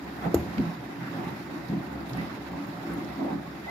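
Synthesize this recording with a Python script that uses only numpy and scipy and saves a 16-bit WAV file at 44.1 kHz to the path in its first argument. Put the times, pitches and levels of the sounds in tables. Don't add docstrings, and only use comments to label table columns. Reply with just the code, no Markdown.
import sys
import numpy as np
from scipy import signal
from scipy.fft import rfft, irfft
from scipy.io import wavfile
from scipy.ndimage import uniform_filter1d

SR = 44100
rng = np.random.default_rng(int(sys.argv[2]) if len(sys.argv) > 2 else 0)


def materialize(psi):
    bounded = np.clip(np.atleast_2d(psi).T, -1, 1)
    quanta = np.round(bounded * 32767).astype(np.int16)
    wavfile.write(sys.argv[1], SR, quanta)


N = 163170
T = np.arange(N) / SR

# (time [s], mids [dB], treble [dB], fine spray [dB]), relative levels
SWELLS = [(0.0, -48.5, -54, -67.5), (0.15, -48, -51.5, -62.5), (0.35, -44, -50, -61),
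          (0.48, -48, -49, -62.5), (0.65, -45, -48.5, -62.5), (0.79, -50, -52, -65),
          (1.02, -47.5, -52.5, -65.5), (1.15, -46, -48.5, -63), (1.28, -45.5, -50.5, -63),
          (1.47, -48.5, -50.5, -64), (1.72, -48.5, -51, -64.5), (2.0, -47.5, -53.5, -65),
          (2.2, -47, -47.5, -64.5), (2.43, -49, -50.5, -65), (3.0, -47, -50.5, -62.5),
          (3.22, -49, -49.5, -65.5), (3.4, -49, -54.5, -66), (3.7, -51.5, -48.5, -63.5)]
# (frequency [Hz], level [dB])
SUDS_SPECTRUM = [(60, -30.5), (300, 13.5), (430, -12), (800, -1.5), (1300, -3.5), (2000, -6.5), (2900, -16),
                 (3700, -13.5), (5300, -17.5), (6200, -25.5), (8000, -31.5), (10000, -28.5), (12000, -26),
                 (14000, -27.5), (15700, -31)]
# (frequency [Hz], level [dB])
PUSH_SPECTRUM = [(40, -24), (70, 0.5), (900, -3), (2000, -27), (5000, -62)]
TUB_ALIKE = 0.96
BUBBLE_CLIMB = 0.047


def gain_of(db):
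    return 10 ** (np.asarray(db) / 20)


def evened(x):
    return x / np.sqrt(np.mean(x ** 2) + 1e-20)


def read(points, hz):
    f, value = np.transpose(points)
    return np.interp(np.log(hz + 1), np.log(f + 1), value)


def coloured(x, points):
    n = x.shape[-1]
    return irfft(rfft(x) * gain_of(read(points, np.fft.rfftfreq(n, 1 / SR))), n)


def resonate(x, hz, width_hz):
    return signal.lfilter(*signal.iirpeak(hz, hz / width_hz, SR), x)


def band(x, hz, width_share):
    return resonate(resonate(x, hz, hz * width_share), hz, hz * width_share)


def add(mix, start_s, sound):
    part = mix[..., round(start_s * SR):][..., :sound.shape[-1]]
    part += sound[..., :part.shape[-1]]


def pair(n, alike):
    a, b = rng.standard_normal((2, n))
    return np.array([a, alike * a + np.sqrt(1 - alike ** 2) * b])


def drift(samples):
    once = uniform_filter1d(rng.standard_normal(N), size=samples)
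    return evened(uniform_filter1d(once, size=samples))


def burst(start_s, length_s, rise_s):
    fall_s = 0.02
    rise = np.clip((T - start_s) / rise_s, 0, 1)
    return rise * np.exp(-np.maximum(T - start_s - length_s, 0) / fall_s)


def splash():
    treble_hz, spray_hz = 1860, 6500
    frames, hz = N // 128 + 6, np.fft.rfftfreq(512, 1 / SR)
    a, b, c, d, patches = rng.standard_normal((frames, 257, 5)).T
    patches = uniform_filter1d(uniform_filter1d(patches, size=7, axis=0), size=14, axis=1)
    flicker = evened(uniform_filter1d(rng.standard_normal(frames), size=8))
    flicker_db = (0.8 + 0.49 * (hz[:, None] > 7500)) * flicker

    s, mids, treble, spray = np.transpose(SWELLS)
    t = np.arange(frames) * 128 / SR
    high = (1 / (1 + (treble_hz / (hz + 1)) ** 4))[:, None]
    top = (1 / (1 + (spray_hz / (hz + 1)) ** 6))[:, None]
    shares = [(1 - high, mids), (high - top, treble), (top, spray)]
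    swell_db = sum(share * np.interp(t, s, db - db.mean()) for share, db in shares)

    alike = read([(300, 0.99), (550, 0.18), (1500, 0.059), (8000, 0.12)], hz)[:, None]
    right = alike * (a + 1j * b) + np.sqrt(1 - alike ** 2) * (c + 1j * d)
    spectra = np.array([a + 1j * b, right])
    spectra *= gain_of(read(SUDS_SPECTRUM, hz)[:, None] + swell_db + 1.18 * evened(patches) + flicker_db)
    return gain_of(-40) * evened(signal.istft(spectra, nperseg=512, noverlap=384)[1][:, :N])


def bubbles():
    level_db, clump_db = -47, 5.5
    per_s = 300
    cycles = 12.9
    out = np.zeros((2, N))
    swell = gain_of(np.interp(T, *np.transpose(SWELLS)[:2]))
    clumps = gain_of(clump_db * np.tanh(drift(1500)))
    for hz in np.geomspace(500, 5500, 24):
        t = np.arange(0, 3 * cycles / hz, 1 / SR)
        u = t * hz / cycles
        pip = u * np.exp(-3 * u) * np.sin(2 * np.pi * hz * t * (1 + BUBBLE_CLIMB * u))
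        pip *= gain_of(read(SUDS_SPECTRUM, hz))
        starts = rng.random((2, N)) < clumps * per_s / 24 / SR
        sizes = gain_of(2.4 * np.minimum(rng.exponential(size=(2, N)), 3))
        out += signal.oaconvolve(starts * sizes * swell, pip[None])[:, :N]
    return gain_of(level_db) * evened(out)


def gurgles():
    # (time [s], peak level [dB], pitch [Hz])
    gurgle_table = [(2.165, -40.5, 740), (2.175, -37, 1950), (3.642, -39.5, 1900), (3.674, -37, 2010)]
    peak_s = 0.0104
    out, u = np.zeros((2, N)), np.arange(5000) / SR / peak_s
    phases = rng.random((len(gurgle_table), 2))
    for (s, db, hz), phase in zip(gurgle_table, phases):
        turns = np.cumsum(hz * (1 + BUBBLE_CLIMB * np.tanh((u - 1) / 2))) / SR
        add(out, s, gain_of(db) * u * np.exp(1 - u) * np.sin(2 * np.pi * (turns + phase[:, None])))
    return out


def slaps():
    # (time [s], level [dB], centre [Hz], length [s])
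    slap_table = [(0.234, -33.5, 740, 0.037), (0.216, -39.5, 1140, 0.043), (0.333, -34, 660, 0.028),
                  (0.249, -38, 450, 0.036), (1.0, -44.5, 1500, 0.088), (1.174, -42, 856, 0.067),
                  (2.082, -57, 11500, 0.034), (2.291, -41, 1270, 0.023), (2.526, -43, 880, 0.067),
                  (2.847, -45.5, 1280, 0.084), (3.189, -37.5, 694, 0.092), (3.198, -39.5, 464, 0.128),
                  (3.277, -38.5, 770, 0.055), (3.659, -39, 720, 0.044)]
    rise_s, width_share, lumps_db = 0.008, 0.51, 1
    lumps = gain_of(lumps_db * drift(200))
    out = np.zeros((2, N))
    for s, db, hz, length_s in slap_table:
        noise = evened(band(pair(N, 0.029), hz, width_share))
        out += gain_of(db) * burst(s, length_s, rise_s) * noise
    return lumps * out


def ticks():
    # (time [s], level [dB], centre [Hz])
    tick_table = [(0.582, -34, 2370), (0.583, -42, 4200), (1.306, -53, 13300), (1.684, -54, 12100),
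                  (1.687, -44, 4500), (2.096, -42.5, 3800), (2.1348, -39.5, 4600), (2.173, -48, 10500),
                  (2.671, -50, 14300), (2.938, -48, 10700), (3.048, -48, 5100)]
    decay_s, tail_s, tail_db, width_share = 0.003, 0.011, -8, 0.3
    out, t = np.zeros((2, N)), np.arange(5000) / SR
    fall = np.exp(-t / decay_s) + gain_of(tail_db) * np.exp(-t / tail_s)
    shape = np.minimum(t / 0.0002, 1) * fall
    for s, db, hz in tick_table:
        noise = evened(band(pair(len(t), 0.51), hz, width_share))
        add(out, s - 0.002, gain_of(db) * shape * noise)
    return out


def churning():
    # (time [s], level [dB])
    churn_table = [(0.0, -38.5), (0.15, -39), (0.3, -30), (0.48, -33.5), (0.58, -34), (0.78, -39.5),
                   (1.02, -39), (1.17, -32), (1.48, -39), (2.23, -35), (2.41, -37), (2.61, -39),
                   (2.88, -34.5), (3.04, -33.5), (3.18, -36.5), (3.44, -39), (3.7, -41)]
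    level_db = np.interp(T, *np.transpose(churn_table)) + 1.36 * drift(500)
    return coloured(pair(N, TUB_ALIKE), PUSH_SPECTRUM) * gain_of(level_db)


def tub():
    # (time [s], level [dB], centre [Hz], length [s], rise [s], spread [octaves])
    thud_table = [(0.238, -21.5, 165, 0.024, 0.011, 0.59), (0.354, -25.5, 165, 0.015, 0.004, 0.71),
                  (0.568, -18.5, 193, 0.027, 0.0055, 0.61), (0.647, -24, 163, 0.035, 0.007, 0.38),
                  (0.763, -25, 126, 0.019, 0.0075, 0.23), (0.971, -24, 125, 0.04, .004, 0.42),
                  (1.15, -32, 280, 0.053, 0.015, 0.83), (1.508, -31, 274, 0.033, .005, 0.65),
                  (1.682, -27, 195, 0.087, 0.0062, 1.12), (1.931, -33, 284, 0.018, .005, 0.74),
                  (2.092, -26.5, 127, 0.037, .01, 0.34), (2.144, -26.5, 215, 0.058, 0.018, 0.55),
                  (2.526, -33, 282, 0.085, 0.01, 0.55), (2.842, -37.5, 310, 0.11, 0.015, 0.85),
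                  (3.167, -19, 280, 0.06, 0.067, 0.52), (3.288, -27.5, 246, 0.057, .02, 0.69)]
    # (frequency [Hz], level [dB], ring down to -86 dB [s], left minus right [dB])
    mode_table = [(67.4, -15, 0.46, -3), (78, -30.5, 0.73, -4), (130.4, -15, 0.21, -5),
                  (170.2, -9.5, 0.16, -6), (206.1, -12.5, 0.16, -2), (258, -16, 0.069, -9),
                  (283.4, -10.5, 0.22, -2.5), (332.5, -15, 0.35, 5.5), (385.6, -23.5, 1, 8),
                  (536, -22, 0.04, 18), (708, -22, 0.036, 16.5)]
    rough_share = 0.25
    churn = churning()
    noise, out = coloured(pair(N, TUB_ALIKE), PUSH_SPECTRUM), np.zeros((2, N))
    shapes = np.array([burst(s, length_s, rise_s) for s, _, _, length_s, rise_s, _ in thud_table])
    _, level_db, centre_hz, _, _, spread = np.transpose(thud_table)
    phases = 2 * np.pi * rng.random((len(mode_table), len(thud_table)))
    for (hz, db, ring_s, pan_db), phase in zip(mode_table, phases):
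        width_hz = 3.14 / ring_s
        norm = np.sqrt(SR / width_hz / np.pi)
        gains = gain_of(level_db - 7.8 * (np.log2(hz / centre_hz) / spread) ** 2)
        shake = (gains * np.cos(phase)) @ shapes * np.sin(2 * np.pi * hz * T)
        shake += (gains * np.sin(phase)) @ shapes * np.cos(2 * np.pi * hz * T)
        rough = rough_share * norm * noise * (gains @ shapes)
        drive = norm * churn + rough + 2 * shake
        out += gain_of(db + np.array([[pan_db / 2], [-pan_db / 2]])) * resonate(drive, hz, width_hz)
    return out


def thud_punches():
    # (time [s], envelope peak [dB], pitch [Hz])
    punch_table = [(0.2575, -30, 230), (0.583, -23, 180), (0.5962, -18.5, 257), (.607, -19, 204),
                   (1.697, -22.5, 183), (1.7244, -26.5, 244), (1.7344, -23.5, 248)]
    peak_cycles = 0.46
    out, t = np.zeros((2, N)), np.arange(3000) / SR
    for s, db, hz in punch_table:
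        u = t * hz / peak_cycles
        add(out, s, -gain_of(db) * u * np.exp(1 - u) * np.sin(2 * np.pi * hz * t))
    return out


def knock():
    # (frequency [Hz], level [dB], t60 [s])
    door_table = [(62.6, -33, 0.35), (83, -20.5, 0.29), (347.4, -15, 0.16), (440, 4.5, 0.014),
                  (600, -9, 0.02), (960, -31, 0.027), (1330, -25, 0.029), (6900, -36, 0.057)]
    # (frequency [Hz], level [dB])
    crack_spectrum = [(300, -45), (1500, -8), (3000, -5.5), (6000, -4.5), (7000, 2), (8000, -10),
                      (10000, -15), (11300, 3), (13500, 3), (15000, -17), (15700, -21)]
    start_s, rise_s = 0.343, 0.0021
    ring_db, crack_db, rattle_db = -4, -28.5, -46
    out, t = np.zeros((2, N)), np.arange(9000) / SR
    rise = np.minimum(t / rise_s, 1)
    ring = sum(gain_of(db - 60 * t / t60_s) * np.sin(2 * np.pi * hz * t) for hz, db, t60_s in door_table)
    shape = gain_of(crack_db) * np.exp(-(t / 0.0072) ** 2) + gain_of(rattle_db) * np.exp(-t / 0.046)
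    crack = shape * evened(coloured(pair(len(t), 0.18), crack_spectrum))
    add(out, start_s, rise * (gain_of(ring_db) * ring + crack))
    return out


def scene():
    # (frequency [Hz], width [Hz], lift [factor])
    drum_table = [(726, 20, 0.67), (971, 13, 0.14), (1330, 21, 0.16), (1540, 25, 0.46), (1850, 43, 0.4),
                  (2026, 34, 0.79), (2630, 200, 0.54), (3726, 70, 0.4)]
    lag_s, lag_hz = 0.001261, 443
    wet = splash() + bubbles() + gurgles() + slaps()
    wet = wet + sum(lift * resonate(wet, hz, width_hz) for hz, width_hz, lift in drum_table) + ticks()
    low = signal.sosfiltfilt(signal.butter(2, lag_hz, fs=SR, output="sos"), wet[0])
    left = low + np.roll(wet[0] - low, round(lag_s * SR))
    return tub() + thud_punches() + knock() + np.array([left, wet[1]])


def record(dry):
    # (frequency [Hz], width [Hz], left lift [factor], right lift [factor])
    port_table = [(6960, 370, 1, 1.4), (11800, 1900, .1, 0.43)]
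    # (frequency [Hz], level [dB])
    shade_spectrum = [(400, 2.5), (1000, -3), (2200, -1.5), (2900, -3), (4200, -9.5), (6400, -5.5),
                      (8500, -4.5), (10000, -13.5), (12500, -18), (14500, -9), (15700, 0)]
    low_cut_hz, edge_hz = 58, 15650
    lifted = dry + sum(np.array([[left], [right]]) * resonate(dry, hz, width_hz)
                       for hz, width_hz, left, right in port_table)
    ports = np.array([coloured(lifted[0], shade_spectrum), lifted[1]])
    ports = signal.sosfilt(signal.butter(6, low_cut_hz, "high", fs=SR, output="sos"), ports)
    band_limit = signal.firwin(1023, edge_hz, window=("kaiser", 9), fs=SR)
    return signal.oaconvolve(ports, band_limit[None], "same")


dry = scene()
out = record(dry)
materialize(out)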